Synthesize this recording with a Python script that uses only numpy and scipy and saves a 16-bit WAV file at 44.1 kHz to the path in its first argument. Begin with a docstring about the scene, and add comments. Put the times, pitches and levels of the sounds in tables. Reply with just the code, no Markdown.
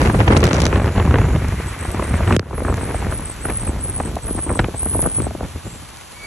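"""Riding through heavy rain with a phone held at the open window of a car that slows almost to a stop.
From the start, wind buffets the two microphone ports in eddies, over the hiss of rain and tyre spray.
A thin, ragged whistle comes in, swelling about once a wheel turn. Droplets spatter the phone and big
drops slap it; one heavy hit briefly ducks the wind and spray. As the wind eases, the whistle's swells
grow longer and fray, one hard gust cracks at the ports, and at the very end a brake starts to squeal."""
import sys
import numpy as np
from scipy import signal
from scipy.fft import rfft, irfft, next_fast_len
from scipy.io import wavfile
from scipy.ndimage import uniform_filter1d, map_coordinates

SR = 44100
rng = np.random.default_rng(int(sys.argv[2]) if len(sys.argv) > 2 else 0)


def wav_record(signal):
    """Record a signal, one row per channel, as 16-bit PCM in the file named by sys.argv[1]."""
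    frames = np.transpose(np.atleast_2d(signal))
    bounded = np.clip(frames, -1, 1)
    # unit amplitude maps onto the largest positive 16-bit level
    quanta = np.round(bounded * 32767).astype(np.int16)
    wavfile.write(sys.argv[1], SR, quanta)


N = 276366
TIME = np.arange(N) / SR
SIZE = next_fast_len(N + 4096)
FREQS = np.maximum(np.arange(SIZE // 2 + 1) * SR / SIZE, 1)

# each port's own small swirls against the shared wind, strongest in fast air: time_s, level_db
PORT_SWIRLS = [(0, -1.5), (.7, -1.5), (1, -50), (6.27, -15)]
# stereo width of the water sounds, side against mid: frequency_hz, side_db
WATER_WIDTH = [(80, 1.5), (700, -1), (2000, -16.5), (3300, -1.5), (5000, -6), (7000, -19), (9500, -47)]
# tone of a splash on the phone: frequency_hz, gain_db
SPLASH_COLOUR = [(200, -14), (1000, -6), (3000, -1), (6000, 1), (8000, -2), (10500, 5), (13000, -13),
                 (16000, -34)]


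def undb(db):
    """Decibels to gain."""
    return 10 ** (np.asarray(db) / 20)


def unit(x):
    """Scale to rms 1."""
    return x / np.sqrt(np.mean(x ** 2) + 1e-20)


def curves(table):
    """One envelope for each value column of (time_s, value, ...) rows."""
    times, *columns = np.transpose(table)
    return [np.interp(TIME, times, column) for column in columns]


def shape(x, response):
    """Multiply the spectrum of x by a response."""
    return irfft(rfft(x, SIZE) * response, SIZE)[..., :N]


def colour(x, points):
    """Equalise x along (frequency_hz, gain_db) points."""
    hz, db = np.transpose(points)
    return shape(x, undb(np.interp(np.log(FREQS), np.log(hz), db)))


def butter(x, hz, kind, order=2):
    """Causal low-, high- or band-pass."""
    return signal.sosfilt(signal.butter(order, np.clip(hz, 5, .45 * SR), kind, fs=SR, output="sos"), x)


def band_rms(x, band_hz):
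    """Rms of x between two frequencies."""
    return np.std(butter(x, band_hz, "bandpass", order=3))


def walk(rate_hz):
    """Smooth random wandering of spread 1."""
    return unit(shape(rng.standard_normal(N), 1 / (1 + (FREQS / rate_hz) ** 2)))


def flutter(x, depth_db):
    """Turn a wandering into a flickering gain of even short-term power."""
    gain = undb(depth_db * 2 * np.tanh(x / 2))
    return gain / np.sqrt(uniform_filter1d(gain ** 2, size=3500))


def ports(pair, width):
    """Two unrelated signals become left and right: one is the mid, the other, equalised, the side."""
    side = colour(pair[1], width)
    return np.array([pair[0] + side, pair[0] - side])


def add(out, x, start_s):
    """Mix x into out from start_s on."""
    i = int(np.clip(start_s * SR, 0, N - 1))
    out[..., i:i + x.shape[-1]] += x[..., :N - i]


def dip_db(recover_s=0.16):
    """How far wind and spray duck after the heaviest drops."""
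    # level steps after a hit, negative for a slight lift: start_s, depth_db
    dips = [(.442, -0.5), (.656, -1), (2.363, 25)]
    return sum(depth_db * (TIME > s) * np.exp(-np.abs(TIME - s) / recover_s) for s, depth_db in dips)


def airflow(attack_s=0.018, release_s=0.0092):
    """Rumble and buffeting envelopes in dB: the steady flow, lifted by gusts and lowered by lulls."""
    # steady airflow, easing as the car slows: time_s, rumble_db, buffet_db
    steady_flow = [(0, -14.5, -17.5), (.17, -12.5, -26.5), (.45, -15, -21.5), (.7, -17, -24),
                   (.9, -18, -23.5), (1.35, -15.5, -27), (1.55, -22, -33.5), (1.72, -30.5, -38),
                   (1.95, -24, -31), (2.3, -24.5, -28), (2.6, -20, -27), (3.0, -26, -27.5),
                   (3.3, -31.5, -39), (3.65, -27.5, -34.5), (4.8, -26.5, -32.5), (5.75, -34.5, -46),
                   (6.1, -56, -56), (6.27, -45, -44)]
    # gusts on top of it: start_s, length_s, rumble_gain_db, buffet_gain_db
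    gusts = [(0.197, 0.03, 0, 7), (0.255, 0.088, 1, 6), (0.961, 0.026, 6, 2.5), (1.045, 0.17, 4.5, 2),
             (2.096, 0.16, 7, 1), (2.264, 0.092, 9.5, 8), (2.705, 0.051, 5.5, 3.5), (3.045, 0.072, 7.5, 2),
             (3.14, 0.087, 3.5, -0.5), (3.443, 0.083, 5, 11), (3.606, 0.14, 1.5, 3), (4.044, 0.12, 1.5, 1),
             (4.387, 0.03, 6.5, 6), (4.47, 0.06, 4, -0.5), (4.59, 0.077, 7.5, -1), (4.943, 0.063, 9, 0),
             (5.027, 0.057, 6.5, 7), (5.185, 0.072, 9, 4), (5.266, 0.032, 4, 7), (5.418, 0.038, 11.5, 9.5),
             (5.554, 0.017, 10, 3), (5.648, 0.03, 8.5, 8)]
    # the airflow lets go of the phone: centre_s, half_width_s, depth_db
    lulls = [(0.128, 0.007, 14), (.175, 0.01, 2), (0.251, 0.018, 6.5), (.5, 0.0055, 7.5), (.83, 0.02, 2),
             (0.936, 0.015, 12), (1.132, 0.0048, 4), (2.672, .007, -1), (2.92, .015, 1), (2.99, 0.016, 0),
             (3.358, 0.026, 8), (3.59, 0.009, 4), (3.93, 0.0092, 3), (4.21, 0.022, 13.5), (4.42, 0.019, 10),
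             (4.731, 0.0083, 18), (4.8, 0.031, 7.5), (4.905, .014, 1), (5.02, 0.0079, 5), (5.125, 0.019, 5),
             (5.385, .014, -1), (5.51, 0.024, 3), (5.615, 0.024, 8)]
    rumble, buffet = curves(steady_flow)
    for start, length, rumble_db, buffet_db in gusts:
        ramps = np.minimum((TIME - start) / attack_s, (start + length - TIME) / release_s)
        gust = np.clip(ramps + .5, 0, 1)
        rumble, buffet = rumble + rumble_db * gust, buffet + buffet_db * gust
    lull = dip_db() + sum(db * np.exp(-((TIME - s) / width) ** 2) for s, width, db in lulls)
    return rumble - lull, buffet - lull


def swirls(per_second=75, fade_s=0.00036):
    """Local air speed: it wanders, and jumps whenever a small vortex breaks on the phone."""
    kicks = (rng.random(N) < per_second / SR) * rng.uniform(0.14, 5.3, N)
    kicks = butter(signal.lfilter([1], [1, -np.exp(-1 / (fade_s * SR))], kicks), 330, "lowpass")
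    return unit(unit(kicks - kicks.mean()) + 1.9 * walk(13.5) + 0.98 * walk(220))


def wind(rumble_db=1.5, hard_gust_db=-13, roar_db=3, merge=0.41):
    """Turbulence at the ports: each swirl starts with a rough edge, and the lows follow it."""
    # tone of the rushing air: frequency_hz, gain_db
    air_colour = [(20, -21), (40, -2.5), (70, 0.5), (130, -6), (250, -9.5), (350, -7.5), (700, -15),
                  (1300, -19.5), (2300, -22), (3500, -33.5), (5000, -35), (8000, -42), (10200, -49),
                  (13000, -111)]
    # four bands of air noise that trail the swirl: centre_hz, flutter_db, lag_ms
    registers = [(95.5, 2.5, 5.2), (335, 7, 3.1), (1020, 8, 3.15), (3900, 10.5, 3.1)]
    rumble, buffet = airflow()
    fast = undb(curves(PORT_SWIRLS)[0])
    noise = colour(rng.standard_normal((2, N)), air_colour)
    # in the fastest airflow the swirls merge into a denser roar
    swirl = swirls() * (1 - np.clip(merge * fast, 0, 1))
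    low = undb(rumble + rumble_db) / band_rms(noise, [30, 160])
    body = undb(buffet) / band_rms(noise, [250, 2500])
    roar = body * undb(roar_db * fast)
    # only a hard gust reaches up into the treble
    treble = body * undb(0.57 * np.minimum(buffet - hard_gust_db, 0))
    log_centres = np.log(np.array(registers)[:, 0])
    out = 0
    for (_, flutter_db, lag_ms), level, solo in zip(registers, [low, roar, body, treble], np.eye(4)):
        band = shape(noise, np.interp(np.log(FREQS), log_centres, solo))
        late_swirl = np.interp(TIME - lag_ms / 1000, TIME, swirl)
        out = out + band * level * flutter(late_swirl, flutter_db)
    return out


def buffeting(small_hz=650, deep_hz=52):
    """Large swirls press on both ports nearly alike; small fast ones reach each port separately."""
    # low shelf on the wind's deepest bass: time_s, gain_db
    deep_bass = [(0, -7), (1.3, -8), (1.7, 2.5), (2.7, 3.5), (3.6, 4), (4.8, -2), (6.27, -3)]
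    # low swirls that reach the ports unequally, against the shared wind: time_s, level_db
    crosswind = [(1.5, -22), (2.2, -14), (2.7, -14), (3.3, -19), (3.9, -17), (4.25, -12), (4.6, -21),
                 (4.93, -19), (5.08, -3), (5.4, -12.5), (5.7, -18)]
    # tone of those swirls: frequency_hz, gain_db
    crosswind_colour = [(40, -3), (100, -7.5), (200, -1.5), (450, -4), (900, -12), (1600, -34)]
    # stereo width of the wind, side against mid: frequency_hz, side_db
    wind_width = [(60, -112), (180, -71), (350, -20), (700, -13.5), (1500, -28.5), (3500, 0), (7000, -40)]
    air = wind()
    sub = shape(air, 1 / (1 + (FREQS / deep_hz) ** 6))
    air = air + sub * (undb(curves(deep_bass)[0]) - 1) + eddies()
    side = butter(air[1], small_hz, "highpass", order=4) * undb(curves(PORT_SWIRLS)[0])
    side += colour(air[1], crosswind_colour) * undb(curves(crosswind)[0])
    return ports(air, wind_width) + np.array([side, -side])


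def rain(hiss_db=-2, patter_db=-8, per_second=1400, spread_db=4):
    """Spray hisses evenly; countless drops patter through it, a few of them close."""
    # the bed of rain and tyre spray: time_s, level_db
    spray = [(0, -42.5), (.5, -51), (1, -49), (1.5, -47.5), (2, -47), (2.8, -47.5), (3.8, -49.5),
             (5.3, -50), (6.27, -49.5)]
    # tone of that bed: frequency_hz, gain_db
    rain_colour = [(25, -71), (70, -59.5), (150, -70), (400, -73.5), (1100, -68.5), (2000, -74.5),
                   (2600, -73.5), (5000, -77.5), (6500, -77), (8700, -73), (9350, -73.5), (10100, -68.5),
                   (11000, -75), (12000, -85.5), (13500, -106), (16000, -125)]
    hiss = rng.standard_normal((2, N)) * undb(0.88 * walk(22))
    sizes = undb(spread_db * np.minimum(rng.exponential(size=N), 4)) * rng.standard_normal((2, N))
    patter = unit(sizes * (rng.random(N) < per_second / SR))
    hiss_rms = band_rms(colour(hiss, rain_colour), [5200, 7000])
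    bed = colour(undb(hiss_db) * hiss + undb(patter_db) * patter, rain_colour) / hiss_rms
    return ports(bed * undb(curves(spray)[0] - dip_db()), WATER_WIDTH)


def tyres(band_hz=(900, 2400), unrest_db=2.1):
    """The tyres push water aside in a continuous wash."""
    # the wash, fading as the car slows: time_s, level_db
    wash_levels = [(0, -42), (1.7, -36.5), (2.7, -38), (3.4, -44.5), (4.5, -57), (6.27, -49)]
    wash = unit(butter(rng.standard_normal((2, N)), band_hz, "bandpass", order=3))
    return ports(wash * undb(curves(wash_levels)[0] - dip_db() + unrest_db * walk(19)), WATER_WIDTH)


def thump(t, start_hz, end_hz, fall_s, decay_s):
    """A pressure jolt in the port: it rings out while its pitch sinks."""
    turns = end_hz * t + (start_hz - end_hz) * fall_s * (1 - np.exp(-t / fall_s))
    return np.sin(2 * np.pi * turns) * np.exp(-t / decay_s)


def eddies(thump_trim_db=-1, rise_s=0.002, sink_s=0.003965, first_speed=1.45, last_speed=0.409):
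    """Single eddies slap the ports: a short, ragged burst that sinks in pitch, then a low swing."""
    # the strongest eddies: start_s, peak_db, thump_db, brightness_db
    slaps = [(.022, -21, -13, -9), (0.055, -20, -25, -12), (0.097, -8, -8, -10.5), (0.142, -10.5, -15, -14),
             (0.203, -5.5, -19, -9), (.211, -11.5, -15, -7), (0.277, -3.5, -16, -3.5),
             (0.304, -8, -2.5, -12), (.323, -3.5, -11, -10), (.348, -8, -14, -14), (0.366, -2.5, -4.5, 5),
             (.41, -17, -13, -22), (0.429, -6.5, -5, -3), (0.509, -8, -10, -3), (0.583, -15, -25, 2),
             (.727, -9, -28, -14.5), (0.757, -8, -11, -4), (.797, -13.5, -16, -8), (.876, -12, -17, -4),
             (0.953, -19, -20, -12), (.977, -13, -19, -6), (0.997, -7.5, -33, 5), (1.024, -24, -28, -3),
             (1.05, -15, -16, -8), (1.075, -12, -10, -18), (1.108, -11, -10.5, -10), (1.141, -4.5, -15, -8),
             (1.156, -8, -23, -8), (1.186, -10, -16, -23), (1.215, -12.5, -16, -10), (1.359, -14, -16, -4),
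             (1.444, -26, -22, -8), (1.599, -21, -21, -8), (1.85, -17, -22, -6), (1.945, -15.5, -12.5, -11),
             (1.995, -9, -36, -16), (2.023, -12, -16, -8), (2.139, -10.5, -33, -9),
             (2.205, -11.5, -17, -19), (2.275, -13.5, -28, -5), (2.307, -5, -30, -14),
             (2.343, -30, -20, -6), (2.428, -29, -26, -14), (2.509, -20, -35, -18),
             (2.529, -17.5, -31, -21), (2.579, -16, -24, -14.5), (2.62, -15.5, -17, -16),
             (2.649, -13.5, -18, -15), (2.681, -9, -30, -17.5), (2.698, -12.5, -18, -20),
             (2.725, -15, -15, -17), (2.768, -24, -25, -24), (2.81, -16, -34, -13), (2.831, -17, -16, -16),
             (2.902, -20, -21, -20), (2.944, -12, -26, -12), (3.024, -14.5, -30, -15),
             (3.066, -24, -18, -14), (3.123, -14, -17, -11), (3.195, -18.5, -25, -20),
             (3.452, -12.5, -22, -14), (3.498, -17, -26, -7), (3.633, -24, -23, -19),
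             (3.668, -24, -20.5, -24), (3.692, -18, -16, -27.5), (4.0, -12, -22, -14.5),
             (4.005, -13, -14, -13), (4.052, -27, -19, -17), (4.167, -13.5, -34, -16.5),
             (4.309, -19, -13, -29), (4.351, -30, -14, -28), (4.376, -21, -17, -23), (4.388, -20, -22, -19),
             (4.464, -16, -36, -26), (4.473, -23, -24, -21), (4.4926, -13.5, -30, -13),
             (4.501, -10, -14, -15), (4.514, -13, -15, -21), (4.534, -24, -28, -17), (4.554, -14, -18, -17),
             (4.569, -20, -19, -23), (4.591, -2.5, -16, -5), (4.594, -4.5, -11.5, -4.5),
             (4.6, -13.5, -10, -3), (4.643, -14.5, -12, -5), (4.684, -12, -31, -34), (4.744, -18, -40, -26),
             (4.86, -13.5, -15.5, -17), (4.947, -15, -24, -23), (4.953, -11, -12.5, -27.5),
             (4.967, -19, -23, -26), (4.991, -13.5, -16, -17.5), (5.004, -26, -28, -20),
             (5.04, -19, -18, -12), (5.055, -12, -27, -21.5), (5.06, -12.5, -16, -19),
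             (5.072, -22, -15, -18), (5.184, -17.5, -16, -23.5), (5.201, -16, -13.5, -15),
             (5.267, -10, -16, -27), (5.308, -20, -30, -22), (5.35, -20.5, -15.5, -28),
             (5.407, -12.5, -41, -20.5), (5.43, -18, -18.5, -24), (5.559, -36, -23, -36),
             (5.664, -22.5, -25, -36)]
    out, t = np.zeros((2, N)), np.arange(4096) / SR
    for start, peak_db, thump_db, brightness_db in slaps:
        # eddies are longer and deeper while the car is still fast
        bulk = 1 + 0.62 * np.exp(-start / 2)
        cutoff_hz = min(2900, 2450 * undb(0.59 * (brightness_db + 7.5)))
        noise = butter(rng.standard_normal((2, len(t))), [400 / bulk, 1400 / bulk], "bandpass", order=1)
        noise = butter(noise, cutoff_hz, "lowpass", order=4)
        # reading the noise ever more slowly bends it down
        speed = last_speed + (first_speed - last_speed) * np.exp(-t / (sink_s * bulk))
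        bent = np.array([map_coordinates(row, [np.cumsum(speed)], mode="mirror") for row in noise])
        burst = bent * t * np.exp(-t / (rise_s * bulk))
        burst *= undb(peak_db) / np.abs(burst).max(axis=1, keepdims=True)
        end_hz = 62 * np.exp(0.35 * rng.standard_normal())
        swing = thump(t, start_hz=418, end_hz=end_hz, fall_s=0.0057, decay_s=0.0081)
        add(out, burst + rng.choice([-1, 1]) * undb(thump_db + thump_trim_db) * swing, start)
    return out


def swells(base_roughness=0.248, arch_hz=800, fade_s=0.032, leap_s=0.0131, surge_arch_hz=180):
    """The whistle's pitch, gain, roughness and leap (0-1): swells arch, surges jump to higher stages."""
    # swells of the whistle: start_s, length_s, pitch_hz, level_db
    arches = [(.09, 0.11, 8550, -37), (.29, .12, 8600, -37), (0.47, 0.18, 8420, -43),
              (.69, 0.18, 7930, -45.5), (0.904, 0.17, 7100, -48), (1.192, 0.18, 7000, -50),
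              (1.65, 0.074, 8070, -38), (1.773, 0.18, 8280, -37), (2.007, 0.18, 8550, -37),
              (2.248, 0.13, 8100, -38.5), (2.529, 0.21, 8200, -38.5), (2.79, 0.22, 8600, -31.5),
              (3.088, .255, 8460, -32.5), (3.402, 0.32, 8500, -30), (3.78, .33, 8460, -34.5),
              (4.213, 0.41, 8520, -31), (4.749, 0.53, 8740, -29), (5.642, .17, 7580, -45)]
    # leaps to a higher stage: start_s, length_s, pitch_hz, gain_db, roughness (0-1)
    surges = [(2.54, .055, 10600, 0.5, 0), (2.593, 0.049, 9600, 1, .6), (2.853, 0.089, 9500, -5, 0.5),
              (3.122, 0.062, 9780, 4, 0), (3.186, .064, 9360, -4, 0.2), (3.449, .088, 9830, 0.5, .75),
              (3.528, .067, 9270, 4, .45), (3.638, 0.031, 9300, 0, .6), (3.826, 0.082, 9600, 9, 0.7),
              (3.945, 0.035, 9220, 8, 0.2), (4.252, 0.072, 10040, 2.5, 0.5), (4.304, 0.048, 9700, 4, 0.3),
              (4.4, .043, 9120, 7, 0.4), (4.797, .04, 9200, 9, 0), (4.818, 0.18, 9770, 5.5, 0.03),
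              (4.985, 0.12, 9970, 9.5, .3), (5.062, .035, 9300, 7, .15), (5.085, .062, 8980, 2, 0.5),
              (5.132, 0.073, 9100, 7, 0.2)]
    hz, rough = np.full(N, 8000.), np.full(N, base_roughness)
    gain, lift_db, leap = np.zeros((3, N))
    for start, length, pitch_hz, level_db in arches:
        on = (TIME >= start) & (TIME < start + length)
        t = TIME[on] - start
        hz[on] = pitch_hz - arch_hz * np.abs(2 * t / length - 1) ** 4
        gain[on] = undb(level_db) * np.minimum(np.minimum(t, length - t) / fade_s, 1)
    for start, length, pitch_hz, gain_db, roughness in surges:
        t = TIME - start
        blend = np.clip(np.minimum(t, length - t) / leap_s + .5, 0, 1)
        arch = np.clip(1 / 3 - (2 * t / length - 1) ** 2, -1, 1)
        hz += blend * (pitch_hz + surge_arch_hz * arch - hz)
        lift_db += blend * (gain_db - lift_db)
        rough += blend * (roughness - rough)
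        leap = np.minimum(leap + blend, 1)
    return hz, gain * undb(lift_db), np.clip(rough, 0, 1), leap


def whistle(trim_db=1, lower_db=-21, lower_hz=8000, shreds_per_second=130):
    """A raspy air whistle that steps between stages; driven hard, it frays into short shreds."""
    hz, gain, rough, leap = swells()
    shred = np.cumsum(rng.random(N) < shreds_per_second / SR)
    pitch_hops = uniform_filter1d(rng.uniform(-0.89, 1, N)[shred], size=40)
    phase = 2 * np.pi * np.cumsum(hz * (1 + .005 * walk(50) + .036 * rough * pitch_hops)) / SR
    rasp = unit(butter(rng.standard_normal((2, N)), 200, "lowpass", order=3))
    fray = unit(butter(rng.standard_normal((2, N)), 260, "lowpass", order=4))
    # roughness trades the pure tone for a narrow band of noise around it
    grit = .42 * rasp * np.sqrt(1 - rough) + fray * np.sqrt(rough / 2)
    tone = (.8 * np.sqrt(1 - rough) + grit[0]) * np.sin(phase) + grit[1] * np.cos(phase)
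    # the lowest stage keeps sounding faintly under a surge
    lower = undb(lower_db) * leap * walk(160) * np.sin(2 * np.pi * lower_hz * TIME)
    return unit((tone + lower) * flutter(walk(70), depth_db=4)) * gain * undb(trim_db)


def spatter(per_second=130, splash_s=0.00067, cutoff_hz=7500):
    """Fine droplets burst on the phone in quick, uneven succession."""
    # one flurry, cut off at its last point: time_s, level_db
    flurry = [(.25, -58), (.37, -49), (.45, -36), (.55, -38), (.66, -35), (.72, -54), (.95, -54)]
    hits = (rng.random(N) < per_second / SR) * rng.uniform(0.41, 1, N)
    decays = signal.lfilter([1], [1, -np.exp(-1 / (splash_s * SR))], hits)
    splashes = colour(decays * rng.standard_normal((2, N)), SPLASH_COLOUR)
    splashes = unit(butter(splashes, cutoff_hz, "lowpass", order=4))
    return ports(splashes * undb(curves(flurry)[0]) * (TIME < flurry[-1][0]), WATER_WIDTH)


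def sharp_hits(tick_db=12, thump_trim_db=-1, plop_db=1, heavy_db=-15, fine_db=-26, fine_hz=5500):
    """Drops slap the phone and one hard gust cracks; heavy hits also plop and jolt the air in the port."""
    # sharp hits at the ports: drops, and at 4.595 s the crack of a hard gust:
    # start_s, level_db, thump_db, decay_ms, cutoff_hz
    hits = [(0.283, -25, -22, 1.5, 7500), (.367, -15, -6.5, 0.99, 7500), (0.3724, -14.5, -15, 3.2, 7500),
            (0.4047, -24, -22, 1.5, 7500), (0.4396, -14, -9.5, 2.2, 11300), (0.454, -13, -10.5, 0.63, 7500),
            (0.469, -14, -27, 0.53, 9000), (0.515, -23, -16, 1.2, 7500), (0.532, -10.5, -10, 0.65, 7500),
            (0.544, -19, -14, 1.3, 7500), (0.6026, -15.5, -28, 2.4, 9500), (0.618, -17, -9, 2.9, 8500),
            (0.654, -11, -27, 1.8, 6960), (0.666, -10, -11, 1, 7500), (0.86, -22, -24, 0.72, 7000),
            (1.485, -25.5, -34, 0.6, 13000), (1.9168, -27, -31, .5, 13000), (2.365, -8.5, -6.5, 0.87, 8750),
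            (2.395, -10.5, -14.5, 0.19, 6630), (2.743, -26, -30, .4, 15100), (2.771, -25, -32, 0.46, 15000),
            (3.1127, -29, -33, .5, 15000), (4.156, -25, -33, 0.57, 12000), (4.595, -22.5, -30, 1.6, 6540),
            (5.023, -21, -21, 0.45, 11000), (5.22, -25, -8, .5, 15000), (5.971, -26.5, -39, 0.68, 9200)]
    ticks, jolts, t = np.zeros((2, N)), np.zeros(N), np.arange(4096) / SR
    for start, level_db, thump_db, decay_ms, cutoff_hz in hits:
        tick = rng.standard_normal((2, len(t))) * np.exp(-t * 1e3 / decay_ms)
        tick[0] += 0.55 * np.exp(-t / 0.00048)  # the slap, in the centre
        # the lighter the hit, the thinner its tick
        tick = butter(tick, fine_hz * min(1, undb(2 * (fine_db - level_db))), "highpass")
        tick *= undb(level_db + tick_db) / np.abs(tick).max()
        add(ticks, butter(tick, cutoff_hz, "lowpass", order=4), start)
        weight = min(1, undb(level_db - heavy_db))
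        plop = thump(t, start_hz=2410, end_hz=388, fall_s=0.0006, decay_s=0.0011)
        swing = thump(t, start_hz=700, end_hz=87, fall_s=0.0037, decay_s=0.023)
        jolt = undb(level_db + plop_db) * plop + undb(thump_db + thump_trim_db) * swing
        add(jolts, weight * jolt, start)
    return ports(colour(ticks, SPLASH_COLOUR), WATER_WIDTH) + jolts


def brake(pitch_hz=2255, waver=0.0024):
    """A brake pad starts to sing as the wheels slow."""
    # envelope of the squeal: time_s, level_db
    squeal = [(6.08, -79), (6.155, -48), (6.215, -41), (6.25, -33), (6.27, -46)]
    # the pad's partials: harmonic_number, level_db
    partials = [(1, -2), (2, -13), (3, -25)]
    phase = 2 * np.pi * np.cumsum(pitch_hz * (1 + waver * walk(40.5))) / SR
    tone = sum(undb(db) * np.sin(round(harmonic) * phase) for harmonic, db in partials)
    return unit(tone) * undb(curves(squeal)[0])


def narrow_bass(x):
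    """In strong wind the bass is the same left and right: the side is cut below a sliding corner."""
    # the bass is mono below this corner: time_s, corner_hz
    mono_below = [(0, 530), (1.1, 510), (1.7, 310), (2.2, 160), (2.7, 70), (3.3, 20)]
    mid, side = (x[0] + x[1]) / 2, (x[0] - x[1]) / 2
    corner_hz, = curves(mono_below)
    steps_hz = np.geomspace(30, 520, 6)
    high_side = 0
    for hz, solo in zip(steps_hz, np.eye(len(steps_hz))):
        crossfade = np.interp(corner_hz, steps_hz, solo)
        high_side = high_side + crossfade * shape(side, 1 / (1 + (hz / FREQS) ** 10))
    return np.array([mid + high_side, mid - high_side])


def scene():
    """Everything as it meets the two ports."""
    return buffeting() + sharp_hits() + spatter() + rain() + whistle() + tyres() + brake()


def record(dry):
    """The ports skew the treble's phase; the phone trims both ends, rounds peaks and narrows the bass."""
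    # how far the left port leads the right: frequency_hz, phase_rad
    port_phase = [(2500, 0), (4200, 1), (4850, 3.14), (5800, 6.2), (7500, 8.1), (9350, 9.42), (11000, 11.1),
                  (11900, 12.57)]
    low_cut_hz, top_hz, ceiling = 39.3, 15800, .95
    lead = np.interp(FREQS, *np.transpose(port_phase))
    x = shape(dry, np.exp(.5j * lead * np.array([[1], [-1]])))
    x = butter(x, low_cut_hz, "highpass")
    rounded = x / (1 + (x / ceiling) ** 4) ** (1 / 4)
    return signal.sosfilt(signal.ellip(8, .2, 70, top_hz, fs=SR, output="sos"), narrow_bass(rounded))


dry = scene()
out = record(dry)
wav_record(out)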